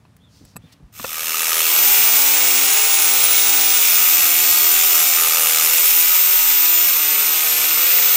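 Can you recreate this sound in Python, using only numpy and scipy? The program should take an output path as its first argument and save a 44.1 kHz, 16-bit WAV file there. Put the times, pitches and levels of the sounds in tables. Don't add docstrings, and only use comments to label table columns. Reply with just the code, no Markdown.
import sys
import numpy as np
from scipy import signal
from scipy.fft import rfft, irfft
from scipy.io import wavfile
from scipy.ndimage import uniform_filter1d, map_coordinates

SR = 44100
rng = np.random.default_rng(int(sys.argv[2]) if len(sys.argv) > 2 else 0)


def output_pcm(signal):
    pcm = np.clip(np.atleast_2d(signal).T, -1, 1) * 32767
    wavfile.write(sys.argv[1], SR, np.round(pcm).astype(np.int16))


N = 359856
T = np.arange(N) / SR
HZ = np.fft.rfftfreq(N, 1 / SR)


def amp(db):
    return 10 ** (np.asarray(db) / 20)


def unit(x):
    return x / np.sqrt(np.mean(x ** 2) + 1e-20)


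def curves(rows):
    times, *columns = np.transpose(rows)
    return [np.interp(T, times, c) for c in columns]


def spectrum_db(points):
    hz, db = np.transpose(points)
    return np.interp(np.log(HZ + 1), np.log(hz + 1), db)


def colour(x, db):
    log_gain = np.log(amp(np.maximum(db, -100)))
    mirrored = np.concatenate([log_gain, log_gain[-2:0:-1]])
    return irfft(rfft(x) * np.exp(np.conj(signal.hilbert(mirrored))[:len(HZ)]), N)


def band(x, lo_hz, hi_hz):
    return irfft(rfft(x) * (HZ > lo_hz) * (HZ < hi_hz), N)


def drift(rate_hz):
    return unit(irfft(rfft(rng.standard_normal(N)) / (1 + (HZ / rate_hz) ** 4), N))


def peak(hz, centre_hz, width_hz):
    return 1 / (1 + (2 * (hz - centre_hz) / width_hz) ** 2)


def resonate(x, hz, width_hz):
    turn = np.exp(2j * np.pi * np.cumsum(hz * np.ones(len(x))) / SR)
    pole = np.exp(-np.pi * width_hz / SR)
    for _ in range(2):
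        x = 2 * (turn * signal.lfilter([1 - pole], [1, -pole], x / turn + 1e-18)).real
    return unit(x)


def add(mix, start, sound):
    part = mix[max(round(start * SR), 0):][:len(sound)]
    part += sound[:len(part)]


def bout(start, length, fade_s):
    return np.clip(np.minimum(T - start, start + length - T) / fade_s, 0, 1)


def per_stroke(strokes):
    return np.tanh(rng.standard_normal(1024)[np.floor(strokes).astype(int) % 1024])


# (frequency [Hz], relative density [dB])
WIND = [(15, -39), (25, -24), (86, -4), (207, -9), (237, -16), (278, -12.5), (309, -21), (394, -24),
        (1060, -27.5), (10600, -44.5), (15000, -52)]


def wind(level_db=-53, calm_db=-12):
    settling_db = np.interp(T, [1.1, 1.75], [0, calm_db])
    return amp(level_db + settling_db) * unit(colour(rng.standard_normal(N), spectrum_db(WIND)))


# (start [s], length [s], top pitch [Hz], level [dB])
BIRD_CALLS = [(0.183, 0.13, 3560, -62), (0.608, 0.09, 3600, -62)]


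def bird(arch=0.18, blur_hz=250):
    out = np.zeros(N)
    for start, length, hz, db in BIRD_CALLS:
        bow = np.sin(np.linspace(0, np.pi, int(length * SR)))
        pitch = hz * (1 + arch * (bow - 1))
        add(out, start, amp(db) * bow * resonate(rng.standard_normal(len(bow)), pitch, blur_hz))
    return out


# (time [s], level [dB], centre [Hz])
THUMPS = [(0.407, -43, 183), (0.428, -42, 85), (0.553, -40, 151), (.575, -40, 80), (0.635, -43, 129),
          (0.799, -44.5, 169), (0.825, -36, 65), (0.996, -41, 185), (1.039, -50, 210), (1.059, -49, 85)]
# (start [s], length [s], centre [Hz], level [dB])
GLOVE_SLIDES = [(.26, .22, 4970, -57), (.38, 0.21, 5000, -58.5), (.56, 0.27, 2400, -59.5),
                (0.713, .035, 4400, -50.5)]


def handling(swell_s=0.0072, glove_width_hz=3600, fizz_db=-9):
    out, t = np.zeros(N), np.arange(SR // 8) / SR
    for start, db, hz in THUMPS:
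        push = resonate(rng.standard_normal(len(t)), hz, width_hz=hz)
        add(out, start, amp(db) * push * t / swell_s * np.exp(1 - t / swell_s))
    for start, length, hz, db in GLOVE_SLIDES:
        bow = np.hanning(int(length * SR))
        rub, fizz = rng.standard_normal((2, len(bow)))
        add(out, start, amp(db) * bow * (resonate(rub, hz, glove_width_hz) + amp(fizz_db) * fizz))
    return out


# (time [s], peak [dB], dull ring [dB], bright ring [dB])
TAPS = [(0.052, -42, 0, -18), (0.166, -38.5, -4, 18), (.451, -38, -11, 4), (0.559, -30.5, -2, -5),
        (.565, -22, -17, -5), (.725, -41, -8, 8), (0.997, -19, -1.5, -14), (1.044, -13, 2, -34)]
# (frequency [Hz], relative level [dB], t60 [s])
PIPE_MODES = [(310, -27, 0.052), (543, -6, 0.046), (1010, 1, 0.026), (1200, 8, 0.013), (1400, -2, 0.022),
              (1760, 6, 0.0099), (2600, 5, 0.015), (4070, 2, 0.012), (5290, -15, .02), (7950, -2, 0.03),
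              (9250, -2, .012), (10450, -2, .008), (12450, -2, .015)]


def taps(scuff_s=0.0032, crack=0.76, split_hz=4500):
    out, t = np.zeros(N), np.arange(SR // 8) / SR
    for start, peak_db, dull_db, bright_db in TAPS:
        ring = 0
        for hz, db, t60 in PIPE_MODES:
            mode_db = db + (dull_db if hz < split_hz else bright_db)
            ring += amp(mode_db - 60 * t / t60) * np.sin(2 * np.pi * hz * t)
        scuff = rng.standard_normal(len(t)) * np.exp(-t / scuff_s)
        tap = unit(signal.fftconvolve(scuff, ring)[:len(t)]) + crack * amp(bright_db) * unit(scuff)
        add(out, start, amp(peak_db) * tap / abs(tap).max())
    return out


# (start [s], length [s], level [dB])
SQUEAKS = [(1.3, 1.45, -34), (2.895, 0.653, -23), (3.6, 1.55, -30.5), (5.125, .96, -26.5)]


def squeak(strokes, hz=10640, width_hz=650, place=0.21, length=0.071, uneven_db=6.5):
    level = sum(amp(db) * bout(start, span, fade_s=0.075) for start, span, db in SQUEAKS)
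    cycle = strokes - place + .5
    gate = np.exp(-((cycle % 1 - .5) / length) ** 2) * amp(uneven_db * per_stroke(cycle))
    return level * resonate(gate * rng.standard_normal(N), hz, width_hz)


# (start [s], length [s], from [Hz], to [Hz], level [dB])
WHISTLES = [(0.92, 0.84, 11600, 10350, -26.5), (2.35, 0.87, 11300, 10100, -27.5),
            (3.24, 0.93, 10250, 9200, -33), (2.37, .8, 7000, 6800, -32), (3.6, 2.74, 7260, 6970, -31.5),
            (6.68, .16, 7060, 6950, -25.5), (3.07, 0.6, 4100, 3650, -34), (4.3, 0.51, 4400, 4480, -37)]


def whistles(scrape, width_hz=520, fade_share=0.46):
    out = np.zeros(N)
    for start, length, from_hz, to_hz, db in WHISTLES:
        hz = np.interp(T, [start, start + length], [from_hz, to_hz])
        out += amp(db) * bout(start, length, fade_share * length) * resonate(scrape, hz, width_hz)
    return out


# (time [s], slack [0-1])
SLACK = [(1.02, 0.73), (1.12, 0.94), (1.6, 0.9), (1.78, 0.34), (3.7, 0.03), (3.9, 0.43), (5.12, 0.53),
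         (5.25, 0.79), (5.58, 0.77), (5.8, 0.45), (7.2, 0.28), (8.1, 0.4)]


def looseness():
    return curves(SLACK)[0]


def slapping(strokes, place=0.686, decay=0.18, rise=0.025, uneven_db=1.0):
    since = strokes - place
    blow = (1 - np.exp(-(since % 1) / rise)) * np.exp(-(since % 1) / decay)
    return blow * amp(uneven_db * per_stroke(since)) * teeth(strokes)


def pipe_ring(slaps, hz=1245, width_hz=150, level_db=-43, slack_db=15):
    return amp(level_db + slack_db * looseness() ** 2) * resonate(slaps, hz, width_hz)


# (frequency [Hz], relative density [dB])
CLACK = [(40, -62), (200, -25.5), (420, -5), (800, -2.5), (1050, 0.5), (1260, -3.5), (1600, 2.5),
         (2000, -1.5), (2700, 4.5), (4000, -11), (7000, -41)]


def clack(slaps, offset_db=-3.0):
    rasp_db, _ = curves(BITE)
    return amp(rasp_db + offset_db) * looseness() ** 2 * unit(colour(slaps, spectrum_db(CLACK)))


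# (start [s], hum [dB], low resonance [Hz], low lift [dB], high resonance [Hz], even orders [dB])
SEATS = [(.92, -38.5, 400, 6.5, 1235, -2.5), (1.7, -33, 420, 3, 827, -1),
         (3.72, -36.5, 440, 3.5, 760, -2.5), (5.18, -37.5, 494, 9.5, 790, -3), (5.65, -38, 503, 11, 895, 0),
         (6.05, -38.5, 430, 6.5, 930, -8), (6.93, -37.5, 400, 5.5, 1470, 2),
         (7.42, -36.5, 477, 10.5, 1450, 4)]
# (frequency [Hz], relative level [dB])
RADIATION = [(85, -17.5), (170, -12), (250, -2.5), (310, -1.5), (450, -0.5), (600, -5), (770, 0),
             (1030, -2), (1250, 4), (1450, -2)]


def shaking(strokes, low_width_hz=110, high_db=10, high_width_hz=150, waver_db=2.14, orders=17):
    starts, *columns = np.transpose(SEATS)
    seat = np.maximum(np.searchsorted(starts, T) - 1, 0)
    level_db, low_hz, low_db, high_hz, even_db = [uniform_filter1d(c[seat], SR // 16) for c in columns]
    stroke_hz = np.gradient(strokes) * SR
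    hum = power = 0
    for k in range(1, orders + 1):
        hz = k * stroke_hz
        radiated_db = np.interp(hz, *np.transpose(RADIATION))
        lift_db = low_db * peak(hz, low_hz, low_width_hz) + high_db * peak(hz, high_hz, high_width_hz)
        height = amp(radiated_db + lift_db + even_db * (k % 2 == 0) + waver_db * drift(3.3))
        hum += height * np.cos(2 * np.pi * (k * strokes + rng.random()))
        power += height ** 2
    return amp(level_db) * unit(hum / np.sqrt(uniform_filter1d(power, SR // 4)))


def teeth(strokes, memory=0.91, worn_share=0.25, grain_db=2.0, burr_count=512):
    wear = rng.standard_normal((int(strokes[-1]) + 2, burr_count))
    burrs = signal.lfilter([1], [1, -memory], wear, axis=0)
    worn = unit(map_coordinates(burrs.ravel(), [strokes * burr_count], order=3))
    chips = unit(rng.standard_normal(N) * amp(grain_db * np.tanh(drift(1200))))
    return np.sqrt(worn_share) * worn + np.sqrt(1 - worn_share) * chips


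# (place [0-1], decay [strokes], when biting [dB], when slack [dB])
KNOCKS = [(0.138, 0.3, 8, 6), (0.418, 0.14, -4, -8), (.67, .08, 6, -1), (.81, 0.097, 5, 20.5)]


def pressure(strokes, rub_db=2.0, jitter=0.0037, onset_s=0.0014):
    slack = looseness()
    power = amp(rub_db) ** 2
    uneven_db = 2.8 - 1.5 * slack
    for place, decay, bite_db, slack_db in KNOCKS:
        since = strokes - place + jitter * drift(82)
        blow_db = bite_db + slack * (slack_db - bite_db) + uneven_db * per_stroke(since)
        power += amp(blow_db) ** 2 * np.exp(-(since % 1) / decay)
    power = uniform_filter1d(power, int(onset_s * SR) + 1)
    return np.sqrt(power / uniform_filter1d(power, SR // 8))


# (time [s], rasp [dB], treble against rasp [dB])
BITE = [(1.75, -24.5, 3), (1.87, -23, 3.5), (5.71, -24, 3.5), (7.07, -26, 3), (8.05, -23.5, 1.5)]
# (frequency [Hz], relative density [dB])
STEEL = [(88, -32), (150, -21), (210, -23), (248, -20.5), (288, -17.5), (427, -12), (544, -11.5),
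         (1070, -7), (1240, -6), (1760, -2), (2330, 0.5), (4160, -2), (7150, -1), (11600, -5.5),
         (13000, -5)]
# (centre [Hz], width [Hz], lift [dB])
BLADE_MODES = [(1455, 103, 4), (1757, 280, -4), (2285, 360, 2), (2690, 430, 2.5), (3140, 130, -5.5),
               (3400, 1100, 2.5), (4230, 135, -8), (4230, 170, 5.5), (4870, 105, -3.5), (5350, 150, 2),
               (5240, 150, 3), (6150, 760, 4), (7080, 300, 2.5), (8290, 1400, 4.5), (10750, 1300, 4),
               (11300, 710, -7), (11900, 320, 5)]


def rasp(scrape, top_db=-11, split_hz=4600, top_hz=9600):
    level_db, bright_db = curves(BITE)
    modes_db = sum(db * peak(HZ, hz, width) for hz, width, db in BLADE_MODES)
    steel = colour(scrape, spectrum_db(STEEL) + modes_db)
    body = band(steel, 0, split_hz) / band(steel, 1800, 4500).std()
    treble = band(steel, split_hz, top_hz) / band(steel, 4800, 9500).std()
    top = band(steel, top_hz, SR / 2) / band(steel, 11300, 12800).std()
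    return amp(level_db) * (body + amp(bright_db) * (treble + amp(top_db) * top))


# (time [s], whine pitch [Hz])
MOTOR_SPEED = [(0.96, 13696), (1.08, 13615), (1.26, 13944), (1.5, 14030), (1.88, 14573), (2.64, 15273),
               (2.9, 15396), (3.26, 15072), (3.76, 15035), (4.4, 14183), (4.52, 14408), (4.83, 14632),
               (5.58, 13742), (5.85, 14626), (6.02, 14546), (6.19, 14659), (6.85, 14509), (7.03, 13917),
               (7.23, 13999), (7.55, 13250), (7.65, 13361), (7.83, 14320), (7.93, 14668), (8.15, 14661)]


def whine(strokes, level_db=-13.5, loudest_hz=14620, off_peak_db=-5, slack_db=-4.0,
          sag_hz=14, flutter_hz=9, throb_db=0.7, waver_db=0.83, fuzz_db=-20):
    hz, = curves(MOTOR_SPEED)
    tug = np.cos(2 * np.pi * strokes)
    pitch = hz - sag_hz * tug + flutter_hz * drift(131)
    tone = np.sqrt(2) * np.cos(2 * np.pi * np.cumsum(pitch) / SR)
    fuzz = resonate(rng.standard_normal(N), hz, width_hz=380)
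    detuned = 1 - peak(hz, loudest_hz, width_hz=1000)
    slow_db = level_db + off_peak_db * detuned + slack_db * looseness() ** 2
    return amp(slow_db + throb_db * tug + waver_db * drift(45)) * (tone + amp(fuzz_db) * fuzz)


def saw(trigger_s=0.92, bite_s=0.68, spin_up_s=0.92, cycles_per_stroke=174.3, skid=3.5, low_hz=55):
    strokes = np.cumsum(curves(MOTOR_SPEED)[0] / cycles_per_stroke) / SR
    scrape = np.tanh(teeth(strokes) * pressure(strokes) / skid)
    slaps = slapping(strokes)
    ringing = whistles(scrape) + pipe_ring(slaps) + squeak(strokes)
    cutting = rasp(scrape) + clack(slaps) + shaking(strokes) + ringing
    biting_in = np.clip((T - trigger_s) / bite_s, 0, 1)
    spinning_up = np.clip((T - trigger_s) / spin_up_s, 0, 1)
    bass_cut = signal.butter(4, low_hz, "high", fs=SR, output="sos")
    return signal.sosfilt(bass_cut, biting_in * cutting + spinning_up * whine(strokes))


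def scene():
    return np.tile(saw() + taps() + handling() + wind() + bird(), (2, 1))


def record(dry, low_hz=40, high_hz=15800):
    thinned = signal.sosfilt(signal.butter(4, low_hz, "high", fs=SR, output="sos"), dry)
    band_limit = signal.firwin(511, high_hz, window=("kaiser", 9), fs=SR)
    return signal.oaconvolve(thinned, band_limit[None], "same")


dry = scene()
out = record(dry)
output_pcm(out)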